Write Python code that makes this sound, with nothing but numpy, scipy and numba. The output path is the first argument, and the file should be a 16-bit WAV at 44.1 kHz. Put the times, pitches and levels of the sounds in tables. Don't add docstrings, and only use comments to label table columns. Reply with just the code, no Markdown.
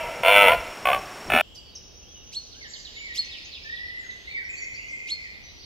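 import sys
import numpy as np
from scipy import signal
from scipy.fft import rfft, irfft
from scipy.io import wavfile
from scipy.ndimage import uniform_filter1d
from numba import njit

SR = 44100
rng = np.random.default_rng(int(sys.argv[2]) if len(sys.argv) > 2 else 0)


def put_to_file(sound):
    columns = np.atleast_2d(sound).T
    safe = np.clip(columns, -1, 1)
    whole_steps = np.round(safe * 32767)
    wavfile.write(sys.argv[1], SR, whole_steps.astype(np.int16))


def natural_amplitude(level_db):
    exponent = np.asarray(level_db, float) / 20
    return 10 ** exponent


N = 249165
T = np.arange(N) / SR
SPLICE_S = 1.4155

# frequency in Hz, level in dB per Hz.
SLOPE_AIR = [(59, -26), (100, -28), (238, -5.5), (522, -1), (632, 1), (2070, -5), (2350, -4.5), (3910, -14),
             (5040, -15), (5610, -11), (5980, -17.5), (7230, -15.5), (15800, -32.5)]
# centre in seconds, half length in s, thud in dB, flutter above it in dB.
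GUSTS = [
    (0.053, 0.1, -46.5, -26),
    (0.213, 0.018, -60, 22),
    (0.323, 0.065, -46, -5),
    (0.447, 0.09, -49, 17.5),
    (0.575, 0.098, -45, -38),
    (0.926, 0.081, -47.5, 4.5),
    (1.13, 0.34, -59, 7),
    (1.345, 0.051, -39.5, 13.5),
]
# frequency in Hz, width in Hz, level in dB.
CRICKET = (5530, 100.6, -52.5)

# time in seconds, pulse rate in Hz, effort in dB,
# windpipe resonance stretch (ratio), mouth brightness in dB.
GRUNTS = [
    [(.2318, 59.24, -19.5, 1.04, -1.5), (.256, 87.84, -16, 1.015, 2.5), (.288, 101.1, -13.5, 1.04, 2),
     (.375, 101.9, -14.5, 0.99, 4.5), (.42, 101, -15.5, 0.985, 5.5), (.45, 97.73, -11, 0.976, 0.5),
     (.482, 89.34, -11.5, 0.98, 3.5), (.505, 78.13, -18, 1.05, -2), (.521, 73.77, -17.5, 1.04, 0),
     (.536, 71.3, -17.5, 1.07, -6), (.552, 68.3, -22, 1.06, -11.5)],
    [(.8528, 58.9, -23.5, 0.99, 6.5), (.885, 67, -16.5, 1.02, -0.5), (.91, 69.6, -18.5, 0.94, -1),
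     (.93, 64.74, -22.5, 1.05, 4.5), (.947, 62.1, -18.5, 1.05, 1), (.962, 69.5, -21.5, 1, -7),
     (1.0, 69, -36, 1.03, -14)],
    [(1.2985, 46.4, -21.5, 1.02, -4), (1.33, 67.6, -18.5, 0.97, 0.5), (1.345, 74.3, -16.5, 1.035, 0),
     (1.36, 81.27, -15.5, 0.98, -2), (1.39, 88.4, -17, 1.017, -0.5), (1.42, 90.8, -16.5, 1.005, -1.5)],
]
# frequency in Hz, width in Hz, level in dB.
WINDPIPES = [
    [(486, 33.5, 0.5), (645.4, 38, 6.5), (952, 26.7, 4.5), (1332, 23, 2.5), (1519, 24, -8),
     (1768, 64, -9.5), (2030, 52, -1.5), (2300, 120, -2), (2719, 100, -3.5), (2950, 75, -8),
     (3160, 53, -8.5), (3427, 59.6, -9.5)],
    [(568, 69, -4), (746, 32, 2), (935, 69, -13), (1113, 17.4, 7.5), (1510, 79, -8.5), (1750, 31, -10.5),
     (2144, 160, -12), (2504, 235, -8.5), (2650, 254, -14), (2900, 173, -12), (3460, 99, -19)],
    [(615, 37, 3.5), (765, 65, 3), (1027, 69, -6.5), (1322, 45, 3.5), (1495, 110, -2.5), (1750, 36, 4),
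     (2154, 22, -2), (2345, 68, 2), (2603, 170, -3), (2920, 51, -1), (3296, 70, -10), (3550, 180, -11.5)],
]
MOUTH_GAINS = [
    [-0.27, -0.074, -0.15, -0.12, 1.2, -1.36, -1, 0.24, -0.049, 0.79, -0.31, 0.87],
    [.1, .1, .1, 0.075, 0.093, .1, .1, .1, .1, .1, .1],
    [.1, .1, .1, .1, .1, .1, .1, .1, .1, .1, .1, .1],
]
ROUGHNESS = [
    (.12, .5),
    (.2, .4),
    (.2, .25),
]
# centre in seconds, half length in s, change in dB.
BREATH_WAVERS = [
    (0.29, 0.036, -2),
    (0.465, 0.013, -4.5),
    (0.2, 0.028, 0),
    (0.28, .005, 3.5),
]
# frequency in Hz, width in Hz, level in dB.
NOSE = (4120, 480, -42)
# start in seconds, frequency in Hz, ring (T60) in s, level in dB.
CHEST_THUMPS = [
    (1.332, 417, 0.055, -18),
    (1.337, 241, .14, -22),
    (1.353, 325, 0.035, -33),
]

# frequency in Hz, level in dB per Hz.
WOOD_AIR = [(15, -35), (25, -3), (70, 1), (148, -11), (437, -11), (1400, -24), (2090, -25), (2810, -16),
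            (3310, -15), (3590, -22), (5530, -22), (7240, -41), (8300, -43), (10000, -40), (15800, -37)]
# start in seconds, end in s, low edge in Hz, high edge in Hz, level in dB.
CHORUS = [(1.2, 1.69, 2870, 3420, -56.5), (1.3, 1.6, 6900, 7800, -69.5), (2.2, 2.35, 2780, 3350, -64.5),
          (2.44, 3.807, 3540, 5400, -52.5), (2.97, 4.298, 2430, 4470, -50.5), (2.904, 2.7, 6100, 6760, -48),
          (4, 4.42, 3700, 7600, -67), (4.96, 5.702, 2440, 3200, -64), (4.596, 5.26, 5750, 7160, -60.5),
          (5.203, 5.7, 3400, 5500, -54.5), (4.3, 5.05, 9800, 10600, -80), (3.75, 4.02, 9600, 10300, -79)]
# time in seconds, pitch in Hz, level in dB.
WARBLER_SHAPE = [(0, 2650, -4), (.06, 3320, -4), (.085, 3380, -1.5), (.13, 2950, 0.5), (.2, 2720, -7.5)]
# start in seconds, level in dB.
WARBLER = [
    (1.441, -56),
    (2.027, -56.5),
]
# start in seconds, length in s, start Hz, end Hz, level in dB.
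PIPIT = [(1.545, 0.03, 6700, 4680, -47), (1.572, 0.13, 4730, 4520, -54), (1.71, 0.14, 3860, 3830, -65),
         (1.885, .12, 3820, 3750, -67), (2.09, 0.16, 3730, 3800, -66.5), (1.99, 0.072, 3230, 3250, -63.5),
         (2.69, 0.025, 5400, 5650, -56), (2.72, 0.022, 5600, 4600, -60), (4.238, 0.041, 3300, 4010, -52),
         (4.275, 0.053, 4250, 4420, -50.5), (4.335, 0.053, 4360, 4600, -67), (4.46, 0.012, 5250, 5800, -50),
         (5.485, 0.024, 3900, 3980, -50), (5.587, .04, 4200, 4960, -52), (3.3, .09, 4300, 2290, -46),
         (3.515, .075, 4700, 2250, -48.5), (3.228, .035, 4900, 6730, -59), (3.437, .028, 5400, 6890, -59),
         (3.642, .028, 5500, 6460, -65.5), (3.75, .04, 4700, 2700, -57), (3.89, .03, 4300, 2750, -61),
         (4.098, .025, 4400, 3310, -58), (2.943, .03, 4300, 3360, -53), (2.74, 0.069, 5070, 4880, -50.5),
         (2.8, 0.027, 5040, 4380, -59), (3.165, 0.05, 5180, 4800, -45), (2.527, 0.061, 4390, 2900, -72),
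         (4.36, 0.031, 5050, 4550, -51), (4.44, 0.019, 6000, 5100, -56), (4.555, 0.028, 4100, 4580, -54),
         (4.58, 0.019, 4520, 4570, -48), (4.736, 0.056, 4110, 5000, -50.5), (5.105, 0.057, 5140, 4710, -50),
         (5.23, 0.022, 5150, 4250, -51), (5.32, 0.033, 5120, 3390, -54)]
# start in seconds, length in s, low edge in Hz, high edge in Hz, level in dB.
SCRATCHES = [
    (1.545, 0.027, 4300, 13000, -56),
    (1.75, 0.02, 4000, 12000, -58),
    (2.318, 0.031, 3800, 12000, -50),
    (3.138, 0.035, 4600, 14000, -49),
    (5.069, 0.04, 3200, 14000, -49),
]
# start in seconds, length in s, start Hz, end Hz, level in dB.
TREECREEPER = [(1.75, 0.015, 6700, 4890, -44.5), (2.69, 0.11, 7540, 7180, -57),
               (2.765, 0.065, 7470, 6380, -55), (2.7, 0.15, 6900, 5680, -55), (2.95, 0.12, 7020, 7200, -58),
               (2.668, 0.043, 7500, 5920, -63), (3.83, 0.058, 5370, 5560, -61),
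               (3.99, 0.06, 7550, 6360, -66.5), (4.03, 0.2, 6550, 6070, -60.5),
               (4.49, 0.11, 7600, 7320, -58), (4.565, 0.082, 7350, 6380, -52.5),
               (4.5, 0.14, 6980, 5420, -55), (4.74, 0.013, 6300, 4940, -50),
               (4.885, 0.021, 6560, 4780, -50), (4.9, 0.13, 7800, 7250, -68.5),
               (5.415, 0.014, 5550, 6000, -73), (5.428, 0.235, 5990, 5785, -57.5)]
# time in seconds, pitch in Hz, level in dB.
TIT_SHAPE = [(0, 4360, -10), (.012, 5720, 5), (.03, 6230, 1.5), (.08, 6080, -1), (.105, 5560, 0)]
# first and last start in seconds, gap in s, gap growth in s a syllable, level in dB.
TIT = (1.785, 2.7, .147, 0, -61)
# time in seconds, pitch in Hz, level in dB.
WHIP_SHAPE = [(0, 1750, -34), (.012, 2412, -18), (0.03, 3286, -10.5), (.041, 4155, -3.5),
              (0.051, 4389, 4.5), (.085, 4250, -2.5), (0.094, 4250, -7)]
# start in seconds, level in dB, length of the held part (ratio).
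WHIP = [
    (2.317, -28.5, 0.89),
    (3.141, -25.5, 0.72),
    (5.068, -26.5, 1),
]
# multiple of the pitch, dB while rising, dB while held.
WHIP_OVERTONES = [(1.45, -13, -60), (2, -4, -45), (3, -24, -39), (4, -30, -48)]
# time in seconds, pitch in Hz, level in dB.
FINCH_SHAPE = [(0, 4830, 1), (.008, 4243, 3), (.022, 3305, -2.5), (.034, 2900, -3.5), (.05, 2854, -21.5)]
# first and last start in seconds, gap in s, gap growth in s a syllable, level in dB.
FINCH = (2.519, 3.12, .1065, .0012, -53)
# start in seconds, length in s, start Hz, end Hz, level in dB.
THRUSH = [(2.53, 0.065, 1376, 1655, -49.5), (2.61, 0.081, 2236, 1633, -49), (2.96, .07, 2150, 2300, -46.5),
          (3.04, 0.076, 2250, 1872, -42.5), (3.25, 0.059, 2650, 2604, -50), (3.46, 0.054, 2610, 2600, -54),
          (3.6, .08, 2300, 2390, -57), (3.643, 0.16, 1725, 1983, -44), (3.78, 0.24, 1942, 2030, -42.5),
          (4.02, 0.05, 2030, 1390, -42), (4.27, 0.044, 1963, 2360, -45), (4.31, 0.047, 2310, 2263, -39.5),
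          (4.345, 0.098, 2320, 1514, -42.5), (4.49, 0.079, 2415, 2577, -45),
          (4.59, 0.097, 1953, 2190, -43.5), (4.9, 0.054, 2168, 2080, -41), (5.02, 0.043, 2130, 2070, -59),
          (5.15, 0.098, 2155, 1972, -48), (5.24, 0.049, 2088, 1750, -50)]
# start in seconds, end in s, centre in Hz, swing in Hz, level in dB.
THRUSH_WARBLES = [
    (2.937, 3.386, 2143, 330, -59),
    (4.548, 5.262, 2270, 245, -51),
]
# start in seconds, length in s, start Hz, end Hz,
# level in dB.
HOARSE = [(2.635, 0.035, 4300, 2800, -58), (2.74, .04, 4400, 2900, -55), (2.845, .04, 4400, 2900, -55),
          (2.945, .04, 4200, 3200, -53), (3.125, 0.035, 4000, 3000, -51), (3.225, .04, 4900, 6600, -55),
          (3.3, 0.085, 4300, 2280, -50), (3.435, .03, 5400, 6900, -57), (3.515, 0.07, 4700, 2300, -48),
          (3.64, .03, 5500, 6600, -58), (3.68, 0.1, 3700, 3650, -54), (3.75, .04, 4700, 2700, -54),
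          (3.86, .03, 4400, 4450, -56), (3.89, .03, 4200, 2800, -56), (4.098, .025, 4400, 3300, -55),
          (4.74, .14, 2450, 2950, -56), (4.25, .18, 3700, 3700, -61)]
# time in seconds, pitch in Hz, level in dB.
WREN_SHAPE = [(0, 5240, -16), (.006, 5240, 3.5), (.016, 4750, 2)]
# first and last start in seconds, gap in s, gap growth in s a syllable, level in dB.
WREN = (3.29, 3.9, .085, 0, -61)
# time in seconds, pitch in Hz, level in dB.
CHIP_SHAPE = [(0, 3450, 0.0053), (.014, 4750, 0), (.028, 3350, 0)]
# start in seconds, level in dB.
CHIP = [
    (5.445, -58),
    (5.49, -59),
    (5.628, -49),
]
# nearness in dB, left minus right in dB, near branches in dB, far trees in dB, flutter in dB.
SEATS = dict(thrush=(4.5, -1, -1.5, 1, 3), pipit=(-2.5, -3.5, -0.5, 0, 3),
         creeper=(-0.5, 0.5, 1, -0.5, 3.5), tit=(1, -3, 4.5, 8.5, 0.5), finch=(3, -9, -1.5, -1.5, 3.5),
         wren=(5, -9, -2, 2, 4), whip=(-3.5, -2.5, -7, -16, 1.5), hoarse=(5, -3.5, -1.5, -5, 3))
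LEFT_LAG_MS = dict(thrush=.215, pipit=.03, creeper=0, tit=.07, finch=-.07, wren=-.04, whip=-.033, hoarse=-.04)


def level(x, db):
    return x * natural_amplitude(db) / np.sqrt(np.mean(x ** 2))


def noise():
    return rng.standard_normal(N)


def band(x, lo_hz, hi_hz, order=2):
    return signal.sosfilt(signal.butter(order, [lo_hz, hi_hz], "band", fs=SR, output="sos"), x)


@njit
def ring(x, hz, width):
    y, b, l = np.empty(len(x)), 0., 0.
    for i in range(len(x)):
        g, k = np.tan(np.pi * hz[i] / SR), width / hz[i]
        v = (b + g * (x[i] - l)) / (1 + g * (g + k))
        b, l, y[i] = 2 * v - b, l + 2 * g * v, k * v
    return y


def ring_twice(x, hz, width, skirt):
    return ring(ring(x, hz, 1. * width), hz, 1. * skirt)


def walk(rate):
    k = int(SR / rate)
    steps = np.repeat(rng.standard_normal(N // k + 1), k)
    return 1.3 * uniform_filter1d(uniform_filter1d(steps, k), k)[:N]


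def coloured(spectrum):
    hz, db = np.transpose(spectrum)
    f = np.maximum(np.arange(N // 2 + 1) * SR / N, 1)
    return irfft(rfft(noise()) * natural_amplitude(np.interp(np.log(f), np.log(hz), db)), N)


def echoes(x, t60, onset_s):
    t = T[:SR]
    tail = rng.standard_normal(SR) * (1 - np.exp(-t / onset_s)) * natural_amplitude(-60 * t / t60)
    tail = (tail / np.sqrt(np.sum(tail ** 2))).reshape((1,) * (x.ndim - 1) + (SR,))
    return signal.fftconvolve(x, tail, axes=-1)[..., :N]


def gusts():
    s, half, db, above_db = np.transpose(GUSTS)[:, :, None]
    swell = np.exp(-((T - s) / half) ** 2)
    thud_gain = natural_amplitude(-67) + np.sum(swell * natural_amplitude(db), axis=0)
    flutter_gain = natural_amplitude(-52.5) + np.sum(swell * natural_amplitude(db + above_db - 7.5), axis=0)
    thud = level(band(noise(), 22, 90), 0) * thud_gain * natural_amplitude(walk(26))
    return thud + level(band(noise(), 100, 550), 0) * flutter_gain


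def cricket():
    hz, width, db = CRICKET
    hum = ring_twice(noise(), hz * (1 + .002 * walk(12)), width, width)
    return level(hum * natural_amplitude(4.5 * np.sin(2 * np.pi * 31.5 * T)), db)


def slope():
    air = level(coloured(SLOPE_AIR), -40.5) * natural_amplitude(0.17 * walk(22))
    return air + gusts() + cricket()


def throat(source, modes, stretch, bright_db=0., mouth_gain=None):
    out = 0
    for k, (hz, width, db) in enumerate(modes):
        centre = hz * stretch ** min(1582 / hz, 1)
        mouth_db = bright_db * min(hz / 2000, 1)
        if mouth_gain:
            mouth_db = mouth_db + mouth_gain[k] * np.clip(bright_db, -4, 6)
        late = int(min(hz / 2100, 1) * .002 * SR)
        mode = np.roll(ring_twice(source, centre, width, 983), late)
        out = out + (-1) ** k * mode * natural_amplitude(db + mouth_db)
    return out


def grunt(table, modes, roughness, mouth_gain):
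    s, *columns = np.transpose(table)
    at = slice(int(s[0] * SR), int((s[-1] + .15) * SR))
    hz, db, stretch, bright_db = (np.interp(T[at], s, c) for c in columns)
    fresh, spent = roughness
    rough = fresh + (spent - fresh) * np.clip((T[at] - s[0]) / (s[-1] - s[0]), 0, 1) ** 4
    phase = np.cumsum(hz) / SR
    cycle = phase.astype(int)
    closures = np.diff(cycle, prepend=-1) * np.sqrt(SR / hz)
    size = natural_amplitude(4 * rough * rng.standard_normal(N // 400)[cycle])
    puff = np.exp(-(phase - cycle) / 0.83) * rng.standard_normal(len(hz))
    db = db + sum(d * np.exp(-((T[at] - t) / half) ** 2) for t, half, d in BREATH_WAVERS)
    effort = size * natural_amplitude(db) * (T[at] < s[-1])
    unit = np.sqrt(sum(natural_amplitude(2 * d) * w for _, w, d in modes) * np.pi / SR)
    voiced = throat(effort * (closures + 2.5 * rough * puff), modes, stretch, bright_db, mouth_gain)
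    voiced = band(voiced / unit, 60, 3800, order=5)
    rasp = natural_amplitude(-25) * band(effort * puff, 3800, 14300)
    nose_hz, nose_width, nose_db = NOSE
    nose = level(ring(effort * puff, nose_hz * stretch, 1. * nose_width), nose_db)
    out = np.zeros(N)
    out[at] = voiced + rasp + nose * np.std(voiced) * 4
    return out


def thumps():
    out = np.zeros(N)
    for s, hz, t60, db in CHEST_THUMPS:
        t = np.maximum(T - s, 0)
        out += natural_amplitude(db + 4 - 60 * t / t60) * (1 - np.exp(-t / 0.0079)) * np.sin(2 * np.pi * hz * t)
    return out


def stag():
    voice = sum(grunt(*g) for g in zip(GRUNTS, WINDPIPES, ROUGHNESS, MOUTH_GAINS))
    ground = natural_amplitude(-8.5) * band(echoes(voice, 0.04, 0.0017), 1490, 3400)
    voice = voice + ground + thumps()
    earlier = level(throat(noise(), WINDPIPES[0], np.ones(N)), -29) * natural_amplitude(-60 * T / 1.5)
    return voice + natural_amplitude(-17) * echoes(voice, 0.89, 0.013) + band(earlier, 270, 2950)


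def wood_air():
    shared = coloured(WOOD_AIR)
    common = 0.41 * shared + 0.27 * band(shared, 15, 280, order=1)
    return level(np.array([common + coloured(WOOD_AIR) for _ in range(2)]), -51)


def chorus():
    out = np.zeros((2, N))
    for t0, t1, lo_hz, hi_hz, db in CHORUS:
        outside = np.maximum(np.maximum(t0 - T, T - t1), 0)
        voices = level(band(rng.standard_normal((2, N)), lo_hz, hi_hz, order=3), db)
        out += voices * natural_amplitude(2 * walk(7) - 107 * outside)
    return out


def whistle(table, start=0., gain_db=0., overtones=()):
    s, hz, db = np.transpose(table)
    at = slice(int((start + s[0]) * SR), int((start + s[-1]) * SR))
    t = T[at] - start
    pitch = uniform_filter1d(np.interp(t, s, hz), size=130)
    phase = 2 * np.pi * np.cumsum(pitch) / SR
    held = np.clip((pitch / hz.max() - .9) / .09, 0, 1)
    wave = np.sin(phase)
    for k, rising_db, held_db in overtones:
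        audible = k * pitch < SR / 2.5
        wave = wave + natural_amplitude(rising_db + (held_db - rising_db) * held) * np.sin(k * phase) * audible
    ends = np.clip(np.minimum(t - t[0], t[-1] - t) / 0.0024, 0, 1)
    out = np.zeros(N)
    out[at] = np.sqrt(2) * wave * ends * natural_amplitude(np.interp(t, s, db) + gain_db)
    return out


def again(shape, starts):
    return sum(whistle(shape, s, db) for s, db in starts)


def notes(rows, settle):
    u = np.linspace(0, 1, 12)
    out = np.zeros(N)
    for s, length, from_hz, to_hz, db in rows:
        pitch = to_hz + (from_hz - to_hz) * (1 - u) ** settle
        out += whistle(np.transpose([s + u * length, pitch, db - 4 * u ** 2]))
    return out


def small_birds():
    return again(WARBLER_SHAPE, WARBLER) + notes(PIPIT, 1.4) + again(CHIP_SHAPE, CHIP)


def scratches():
    out = np.zeros(N)
    for s, length, lo_hz, hi_hz, db in SCRATCHES:
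        shape = np.sin(np.pi * np.clip((T - s) / length, 0, 1))
        burst = band(noise(), lo_hz, hi_hz) + 5.6 * band(noise(), lo_hz, 5800)
        out += shape * level(burst, db)
    return out


def treecreeper():
    return notes(TREECREEPER, 0.97)


def song(first, last, gap, growth, db):
    k = np.arange(30)
    s = first + gap * k + growth * k ** 2 / 2
    s = s[s < last]
    return zip(s, db - 4.5 * (2 * (s - first) / (last - first) - 1) ** 2)


def whips():
    s, hz, db = np.transpose(WHIP_SHAPE)
    held_s = .049
    out = np.zeros(N)
    for start, gain_db, held in WHIP:
        times = np.minimum(s, held_s) + held * np.maximum(s - held_s, 0)
        out += whistle(np.transpose([times, hz, db]), start, gain_db, WHIP_OVERTONES)
    return out


def thrush():
    turns = 34 * T + 1.5 * walk(7.2)
    out = notes(THRUSH, 1.6)
    for t0, t1, hz, swing_hz, db in THRUSH_WARBLES:
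        s = np.linspace(t0, t1, 240)
        depth = swing_hz * (1 + 0.35 * np.interp(s, T, walk(15)))
        pitch = hz + depth * np.sin(2 * np.pi * np.interp(s, T, turns))
        out += whistle(np.transpose([s, pitch, np.full(240, db)]))
    return band(out, 1852, 2900, order=3)


def hoarse():
    out = np.zeros(N)
    for s, length, from_hz, to_hz, db in HOARSE:
        u = np.clip((T - s) / length, 0, 1)
        centre = from_hz + (to_hz - from_hz) * u
        out += np.sin(np.pi * u) * level(ring_twice(noise(), centre, 300, 300), db)
    return out


def seated(voice, lag_ms, gain_db, pan_db, near_db, far_db, flutter_db):
    voice = voice * natural_amplitude(gain_db + flutter_db * walk(12 * max(flutter_db, 1.5) ** 2))
    left = np.interp(T - lag_ms / 1000, T, voice) * natural_amplitude(pan_db / 2)
    pair = np.array([left, voice * natural_amplitude(-pan_db / 2)])
    return pair, pair * natural_amplitude(near_db), pair * natural_amplitude(far_db)


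def bounce(near, far):
    return echoes(near, 0.17, 0.0023) + band(echoes(far, 1.24, 0.043), 330, 7800)


def wood():
    songs = dict(pipit=small_birds(), creeper=treecreeper(), tit=again(TIT_SHAPE, song(*TIT)), whip=whips(),
                 finch=again(FINCH_SHAPE, song(*FINCH)), thrush=thrush(), hoarse=scratches() + hoarse(),
                 wren=again(WREN_SHAPE, song(*WREN)))
    places = [seated(songs[k], LEFT_LAG_MS[k], *SEATS[k]) for k in SEATS]
    direct, near, far = (sum(parts) for parts in zip(*places))
    same_side = 0.74
    own = np.array([bounce(near[c], far[c]) for c in range(2)])
    trees = np.sqrt(same_side) * bounce(near, far) + np.sqrt(1 - same_side) * own
    return direct + trees + chorus() + wood_air()


def thinned(x):
    pair = np.array([x[0] + x[1], x[0] - x[1]]) / 2
    f, _, z = signal.stft(pair, SR, nperseg=2048)
    power = np.abs(z) ** 2
    below = np.roll(uniform_filter1d(power, size=90, axis=1), 60, axis=1)
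    limit = np.maximum(natural_amplitude(2 * -108), below * natural_amplitude(2 * -23))
    z = z * ((uniform_filter1d(power, size=5, axis=1) > limit) | (f[:, None] < 6160))
    mid, side = signal.istft(z, SR, nperseg=2048)[1][:, :N]
    return np.array([mid + side, mid - side])


def scene():
    hill = slope() + stag()
    hill = hill + natural_amplitude(-7.5) * np.diff(hill, prepend=0) * np.cos(2 * np.pi * 12100 * T)
    fade = np.clip((SPLICE_S - T) / 0.002, 0, 1)
    return fade * hill + (1 - fade) * thinned(wood())


def low_pass(x):
    return signal.sosfilt(signal.butter(12, 15990, fs=SR, output="sos"), x)


def record(dry):
    soft = 1.5 * np.tanh(dry / 1.5)
    cut = signal.sosfilt(signal.ellip(10, .2, 70, 15750, fs=SR, output="sos"), soft)
    return low_pass(cut)


dry = scene()
out = record(dry)
put_to_file(out)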